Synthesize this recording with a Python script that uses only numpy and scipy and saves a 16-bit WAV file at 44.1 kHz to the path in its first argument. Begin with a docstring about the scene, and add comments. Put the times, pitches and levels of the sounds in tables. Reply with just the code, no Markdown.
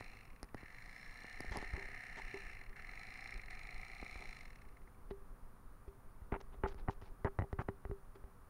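"""The blades of an electric knife clack as it saws through a fish on a lawn, heard by a small camera
in a closed plastic case. Clicks and chatter at each stroke end, with gear grind between, excite
resonances of handle and blades; the motor whine is a set of sines locked to its rotation.
Throughout, and alone at the end, the hand that holds the case knocks and rubs it: struck modes
and filtered noise. Behind lie wind rumble, a dull outdoor hush, hiss and a thin whistle."""
import sys
import numpy as np
from scipy import signal
from scipy.fft import rfft, irfft
from scipy.io import wavfile

SR = 44100
rng = np.random.default_rng(int(sys.argv[2]) if len(sys.argv) > 2 else 0)


def store_wav(level_fs):
    """Save 16-bit WAV to argv[1]."""
    pcm = np.round(np.clip(np.atleast_2d(level_fs), -1, 1) * 32767)
    wavfile.write(sys.argv[1], SR, pcm.T.astype(np.int16))


N = 374409
HUM_HZ = 394.6   # resonance of the case

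# the drive takes up its slack after each coast; from the last time on the knife is silent: (time [s])
BITES_S = [.568, 2.758, 3.5, 5.0]


def amp(db):
    """Level in decibels to amplitude ratio."""
    return 10 ** (np.asarray(db) / 20)


def rms_one(x):
    """Normalisation to unit root-mean-square."""
    return x / np.sqrt(np.mean(x ** 2) + 1e-20)


def in_time(rows):
    """Linear interpolation of each column over time, which is the first column."""
    s, *columns = np.transpose(rows)
    return [np.interp(np.arange(N) / SR, s, c) for c in columns]


def butter(x, hz, kind, order=2):
    """Maximally flat (Butterworth) filtering."""
    return signal.sosfilt(signal.butter(order, hz, kind, fs=SR, output="sos"), x)


def peak(x, hz, width_hz):
    """Damped second-order resonance with about unit gain on top."""
    r = np.exp(-np.pi * width_hz / SR)
    zeros = [(1 - r * r) / 2, 0, (r * r - 1) / 2]
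    poles = [1, -2 * r * np.cos(2 * np.pi * hz / SR), r * r]
    return signal.lfilter(zeros, poles, x + 1e-18)


def body(x, modes):
    """Modal superposition: parallel resonances of alternating sign, each applied twice for dark valleys."""
    total = 0
    for k, (hz, width_hz, db) in enumerate(modes):
        wide_hz = 1.52 * width_hz   # two in series narrow to about width_hz
        mode = peak(peak(x, hz, wide_hz), hz, wide_hz)
        total = total + amp(db) * mode * (-1) ** k
    return total


def ring(clicks, hz, t60):
    """Impulse response of a damped oscillator: a unit click starts a decaying sine of height 1."""
    r, w = amp(-60 / (t60 * SR)), 2 * np.pi * hz / SR
    return signal.lfilter([0, np.sin(w)], [1, -2 * r * np.cos(w), r * r], clicks + 1e-18)


def hush():
    """Spectral shaping of noise: far outdoor sound dulled by the case, plus electronic hiss and whistle."""
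    # spectrum of the hush and hiss: (frequency [Hz], relative density [dB per Hz])
    hush_spectrum = [(59, -34.5), (100, -2.5), (156, -11), (277, -13), (302, -20), (415, -22.5), (452, -20),
                     (481, -14), (570, -21), (1200, -16), (1420, -21), (3050, -40), (8830, -44),
                     (9410, -41), (16000, -37.5)]
    hush_db, whistle_hz, whistle_db = -65, 9620, -82
    hz, db = np.transpose(hush_spectrum)
    bin_hz = np.arange(N // 2 + 1) * SR / N
    colour = amp(np.interp(np.log(bin_hz + 1), np.log(hz), db))
    noise = rms_one(irfft(rfft(rng.standard_normal(N)) * colour, N))
    whistle = np.sin(2 * np.pi * whistle_hz * np.arange(N) / SR)
    return amp(hush_db) * noise + amp(whistle_db) * whistle


def wind():
    """Turbulent pressure on the microphone port: slowly modulated low noise that also stirs the case hum."""
    # strength of the wind: (time [s], rumble level [dB])
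    rumble_levels = [(0.0, -55), (0.59, -59.5), (1.09, -58.5), (1.28, -57), (1.44, -49), (1.68, -53.5),
                     (1.94, -51.5), (4.99, -55.5), (5.25, -54.5), (5.7, -55.5), (6.81, -49.5), (6.93, -50),
                     (7.12, -52.5), (7.47, -55.5), (8.32, -54.5), (8.49, -60)]
    buffet_db = -21.5   # relative to the rumble
    rumble_db, = in_time(rumble_levels)
    lumps = amp(3.3 * rms_one(butter(rng.standard_normal(N), 9, "low")))
    rumble = butter(rng.standard_normal(N), 26.0, "low")
    rumble = butter(butter(rumble, 220, "low", order=1), 8.5, "high")
    buffet = butter(rng.standard_normal(N), [110, 380], "band")
    blown = lumps * amp(rumble_db) * (rms_one(rumble) + amp(buffet_db) * rms_one(buffet))
    return blown + amp(8) * peak(blown, HUM_HZ, 18)


def rubs():
    """Frictional excitation: skin slipping on plastic is uneven noise in short bursts that stir case modes."""
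    # rubs on the case: (time [s], length [s], level before the burst envelope [dB], low-pass corner [Hz])
    rub_rows = [(1.517, 0.14, -51, 7340), (1.556, 0.022, -45.5, 1310), (1.74, 0.12, -56, 1210),
                (2.169, 0.034, -53.5, 8200), (2.344, 0.032, -58.5, 1270), (4.196, 0.067, -61, 1010),
                (5.102, 0.016, -56.5, 4600), (5.878, 0.01, -64.5, 5000), (6.525, 0.03, -66, 3900),
                (6.319, 0.051, -44.5, 2300), (6.403, 0.013, -56.5, 6000), (6.634, 0.034, -41.5, 2040),
                (6.672, 0.03, -56, 7000), (6.705, 0.025, -59.5, 4970), (6.777, 0.041, -63.5, 4970),
                (6.877, 0.021, -41, 1620), (6.899, 0.038, -61, 7240), (7.014, 0.079, -64, 5650),
                (7.246, 0.037, -38.5, 1780), (7.387, 0.064, -50.5, 840), (7.586, 0.034, -44.5, 2080),
                (7.596, 0.031, -63, 7100), (7.682, 0.017, -51, 2040), (8.15, 0.016, -64.5, 6000)]
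    out, t = np.zeros(N), np.arange(6000) / SR
    for s, length_s, db, top_hz in rub_rows:
        unevenness = amp(4 * rng.standard_normal(6000 // 60).repeat(60))
        grit = rng.standard_normal(6000) * unevenness
        rise = np.clip(t / 0.0014, 0, 1)
        fall = np.clip((length_s - t) / 0.0092 + .5, 0, 1) * np.exp(-t / 0.097)
        slip = butter(butter(grit, top_hz, "low", order=5), 750, "low", order=1)
        slip = rms_one(butter(slip, 89, "high")) * rise * fall
        start = int(s * SR)
        out[start:start + 6000] += amp(db) * slip
    hum = amp(3) * peak(out, HUM_HZ, 22)
    wall = amp(2.5) * peak(out, 864, 160)
    return out + hum + wall


def knocks():
    """Impulsive excitation: knocks crack the case wall, push the microphone and leave a hum; a seam snaps."""
    # knocks, levels ahead of the gains below except the thump:
    # (time [s], crack level [dB], thump level [dB], hum level [dB], thump frequency [Hz])
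    knock_rows = [(.009, -31, -37.5, -68, 118), (.43, -33.5, -39, -70, 44.4), (.444, -46, -60, -69, 46),
                  (.546, -30.5, -32, -68, 125), (0.631, -45, -45.5, -68, 79), (1.245, -39, -61, -77, 75),
                  (1.405, -33, -36.5, -80, 123), (1.446, -35.5, -43, -60, 45), (1.512, -58, -31, -55, 50),
                  (1.57, -37, -33.5, -57, 96), (1.627, -31.5, -45, -59, 46), (1.736, -41, -26, -60, 55),
                  (1.777, -48, -39, -47.5, 45), (1.888, -43, -46, -63.5, 106), (2.341, -47, -63, -42.5, 46),
                  (4.028, -35.5, -38, -66, 45.5), (4.157, -36.5, -37.5, -80, 44.4),
                  (5.11, -39.5, -36.5, -41, 43.2), (5.878, -54, -36.5, -51.5, 45.4),
                  (6.218, -53, -35.5, -85, 58.7), (6.323, -27.5, -27, -43, 58), (6.544, -49, -52, -61, 59),
                  (6.637, -21, -23.5, -36, 53.7), (6.745, -42.5, -42, -56, 46),
                  (6.885, -23.5, -20.5, -44.5, 99), (7.022, -45, -40, -65, 66.4),
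                  (7.247, -22.5, -20.5, -37.5, 83), (7.389, -20.5, -19, -56, 84),
                  (7.398, -33, -27.5, -64, 78), (7.41, -35, -25.5, -52, 109), (7.421, -31, -25.5, -61, 83),
                  (7.438, -45, -32.5, -50, 97), (7.529, -28, -25.5, -47, 71),
                  (7.591, -27.5, -22, -64, 104.5), (7.687, -24, -25.5, -42.5, 101),
                  (7.698, -55, -38, -48, 120), (7.852, -32.5, -32, -51, 52), (7.896, -67, -30.5, -48, 78),
                  (7.913, -37, -29.5, -41, 46.6), (8.156, -48, -59, -56.5, 48), (8.24, -44.5, -38, -60, 44)]
    # modes of the case wall: (frequency [Hz], width [Hz], level [dB])
    wall_modes = [(226, 160, 7), (823, 210, -4), (1330, 770, -11.5), (1914, 180, -4), (2950, 98, -18),
                  (3890, 150, -29)]
    # snaps of the seam: (time [s], level ahead of the gain below [dB])
    snap_rows = [(.43, -43.5), (.444, -61), (.546, -56), (1.406, -43.5), (1.512, -58), (1.571, -40.5),
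                 (1.626, -62), (1.734, -62), (1.888, -63), (2.342, -66), (6.745, -63)]
    # modes of the seam: (frequency [Hz], width [Hz], level [dB])
    seam_modes = [(5010, 760, 3), (6800, 490, -27), (10170, 930, -0.5)]
    hum_t60_s, thump_cycles = 0.17, 3.25   # the thump falls by 60 dB in so many cycles
    colour_db = 4   # spread of the strengths with which a knock strikes each wall mode

    s, crack_db, thump_db, hum_db, thump_hz = np.transpose(knock_rows)
    at = (s * SR).astype(int)
    crack, hum, snap = np.zeros((3, N))
    crack[at], hum[at] = -amp(crack_db), amp(hum_db)
    snap_s, snap_db = np.transpose(snap_rows)
    snap[(snap_s * SR).astype(int)] = -amp(snap_db)

    push = butter(butter(crack, 1513, "low", order=4), 180, "high", order=1)
    out = amp(21) * push + amp(24) * body(snap, seam_modes)
    colour = amp(colour_db * rng.standard_normal((len(at), len(wall_modes))))
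    for k, mode in enumerate(wall_modes):
        strike = np.zeros(N)
        strike[at] = crack[at] * colour[:, k] * (-1) ** k
        out += amp(18.5) * body(strike, [mode])
    out += amp(5) * ring(butter(hum, 383, "low"), HUM_HZ, hum_t60_s)

    t = np.arange(6000) / SR
    for i, db, hz in zip(at, thump_db, thump_hz):   # the case rocks on its mount for a few cycles
        decay = amp(-60 * t * hz / thump_cycles)
        rock = np.sin(2 * np.pi * hz * t) * decay * (1 - np.exp(-t / 0.0017))
        out[i:i + 6000] -= amp(db) * rock
    return out


def drive():
    """Motor dynamics: torque falls near free speed, drag slows the coast. Speed, pull, seconds coasted."""
    # trigger pulls: (pressed [s], released [s], free speed [strokes/s],
    # sag under load [strokes/s3], drag when coasting [strokes/s2])
    pull_rows = [(-.004, .152, 32.117, 0, 42.644), (.517, 2.491, 34.644, .928, 60.037),
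                 (2.737, 3.322, 33.371, 0, 40.813), (3.484, 4.209, 32.902, 0, 19.72)]
    torque, torque_fall = 210.239, .444   # strokes/s2; exponent of free speed over speed
    coast_s, step_s, start_speed = 1.223, .004, 25.842   # time constant s, time step s, strokes/s

    pressed, released, free, sag, drag = np.transpose(pull_rows)
    t = np.arange(0, BITES_S[-1], step_s)
    pull = np.searchsorted(pressed, t) - 1
    since_press, to_release = t - pressed[pull], released[pull] - t
    on = np.clip(since_press / step_s, 0, 1) * np.clip(to_release / step_s, 0, 1)
    top = free[pull] - sag[pull] * since_press ** 2
    speed = [start_speed]
    for share, goal, brake in zip(on, top, drag[pull]):
        v = speed[-1]
        driven = share * torque * ((goal / v) ** torque_fall - 1)
        braked = (1 - share) * (brake + v / coast_s)
        speed.append(max(v + step_s * (driven - braked), 1))

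    now = np.arange(N) / SR
    bite = np.minimum(np.searchsorted(BITES_S, now), len(pull_rows) - 1)
    return np.interp(now, t, speed[1:]), bite, np.maximum(now - released[bite], 0)


def stroke_end(turn, speed, width_s, uneven_db, click_db):
    """Impact at blade reversal: one hard click inside a short burst of partly repeating chatter."""
    same = .6   # share of the chatter's power that repeats on every stroke
    since_s = ((turn + .5) % 1 - .5) / speed + .002   # time since the click
    luck = rng.standard_normal(400)[(turn + .5).astype(int)]   # one draw a stroke
    hit = np.diff(np.sign(since_s), prepend=0) > 0
    at, here = np.flatnonzero(hit), np.arange(N)
    nearest = at[np.searchsorted((at[1:] + at[:-1]) / 2, here)]
    repeated = rng.standard_normal(N)[here - nearest]
    rattle = np.sqrt(same) * repeated + np.sqrt(1 - same) * rng.standard_normal(N)
    burst = np.exp(-.5 * (since_s / width_s) ** 2)
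    return amp(uneven_db * luck) * (amp(click_db) * hit + burst * rattle)


def whine(speed, turn, pull, coasted_s):
    """Order tracking: wavering sines at multiples of motor rotation swell as they cross handle resonances."""
    # motor orders: (cycles a motor turn [1], resonance [Hz], width [Hz], share above resonance [dB],
    # level in the 2nd pull [dB], in the 3rd [dB], in the 4th [dB])
    whine_rows = [(5, 1830, 90, -40, -57, -99, -99), (8, 2830, 55, -16, -72, -105, -81),
                  (16, 5250, 230, -10, -75, -74, -100), (24, 6600, 500, -30, -88, -85, -84)]
    motor_turns = 11   # per stroke
    waver = amp(2 * rms_one(butter(rng.standard_normal((4, N)), 15, "low")))
    out = 0
    for w, (order, hz, width_hz, off_db, *pull_db) in zip(waver, whine_rows):
        order_hz = order * motor_turns * speed
        near = np.exp(-.5 * ((order_hz - hz) / width_hz) ** 2)
        pull_amp = np.append(0, amp(pull_db))[pull]   # none in the first pull
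        level = (near + amp(off_db) * (order_hz > hz)) * pull_amp
        out = out + level * w * np.sin(2 * np.pi * order * motor_turns * turn)
    return out * amp(-200 * coasted_s)   # dies soon after release


def knife():
    """Source and filter: short out-strokes, longer back-strokes and gear grind excite handle and blades."""
    # knife as it is turned and loaded: (time [s], middle body level [dB], low body re middle [dB],
    # upper handle re middle [dB], treble re middle [dB], out-stroke accent [dB])
    knife_rows = [(0, -61, -5, -5, -8, 5), (.3, -65.5, -4, -1, -9, -5), (.57, -63.5, 2.5, -5.5, -10, -1),
                  (.9, -63.5, 3, -10, -6, -3), (1.25, -61, 0, -10, -7, 5), (1.6, -58, 2, -6.5, -9.5, -2),
                  (2.1, -59, 2.5, -5.5, -10, -3.5), (2.4, -57.5, -2.5, -4.5, -10, -3.5),
                  (2.76, -60, 4, -6.5, -11.5, 2.5), (3.0, -56, -4, -9, -11.5, 3),
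                  (3.45, -57, -2.5, -9, -11, 6.5), (3.7, -55.5, -8.5, -10.5, -14, 6),
                  (4.2, -56, -10, -10, -9.5, 1.5), (4.42, -56, -3, -7, -5.5, -1),
                  (4.6, -62.5, 2, -0.5, -6, -8.5), (4.9, -58, -2, -12, -16, 1)]
    # modes of the handle, low, middle and upper: (frequency [Hz], width [Hz], level [dB])
    low_modes = [(1828, 257, 0)]
    mid_modes = [(748, 97, -4), (1279, 117, -8.5), (1976, 122, -4.5), (2259, 192, 1)]
    high_modes = [(2443, 455, -4.5), (2754, 310, -6)]
    # modes of the blades, then one rung at both stroke ends: (frequency [Hz], width [Hz], level [dB])
    blade_modes = [(3725, 610, -2.5), (5470, 650, -7), (6880, 680, -10.5), (8760, 500, -8.5),
                   (10780, 730, -17.5)]
    ring_modes = [(4080, 186, 10)]
    start_turn = .297   # strokes
    rasp, rasp_s = 0.78, 0.051   # extra share of grind as the drive bites, and for how long
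    coast_db_per_s, idle_grind_db_per_s = 20, 13   # fade of the whole body sound; further fade of the grind

    speed, pull, coasted_s = drive()
    now = np.arange(N) / SR
    biting = sum(np.abs(now - s - rasp_s / 2) < rasp_s / 2 for s in BITES_S)
    turn = start_turn + np.cumsum(speed) / SR
    mid_db, low_db, high_db, treble_db, accent_db = in_time(knife_rows)
    back = stroke_end(turn, speed, width_s=.003, uneven_db=1.5, click_db=19)
    out = stroke_end(turn + .5, speed, width_s=.0018, uneven_db=1.2, click_db=17)

    # the same teeth mesh on every stroke, louder with speed
    tooth_pattern = rms_one(irfft(np.exp(2j * np.pi * rng.random(701))))
    teeth = tooth_pattern[(turn % 1 * 1400).astype(int)]
    grind = (teeth + .45 * rng.standard_normal(N)) * speed / 30
    grind = grind * (1 + rasp * biting) * amp(-idle_grind_db_per_s * coasted_s)

    dull = 0.38 * grind + back + amp(-1.0) * out
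    bright = 0.47 * grind + amp(-accent_db) * back + amp(accent_db) * out
    ringing = 0.15 * grind + 0.62 * back + amp(accent_db) * out
    blades = body(bright, blade_modes) + body(ringing, ring_modes)
    parts = body(dull, low_modes), body(dull, mid_modes), body(dull, high_modes), blades
    low, mid, high, treble = (p / np.std(p[SR:4 * SR]) for p in parts)   # unit strength over 1-4 s
    mix = mid + amp(low_db) * low + amp(high_db) * high + amp(treble_db) * treble
    clatter = amp(mid_db - coast_db_per_s * coasted_s) * mix
    running = np.arange(N) < BITES_S[-1] * SR
    return running * (clatter + whine(speed, turn, pull, coasted_s))


def scene():
    """Linear superposition of all sources at the microphone."""
    return (knife() + knocks() + rubs() + wind() + hush())[None]


def record(dry):
    """Band limitation: a steep low-pass removes the top above 16 kHz."""
    return signal.sosfilt(signal.cheby2(24, 60, 16000, fs=SR, output="sos"), dry)


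dry = scene()
out = record(dry)
store_wav(out)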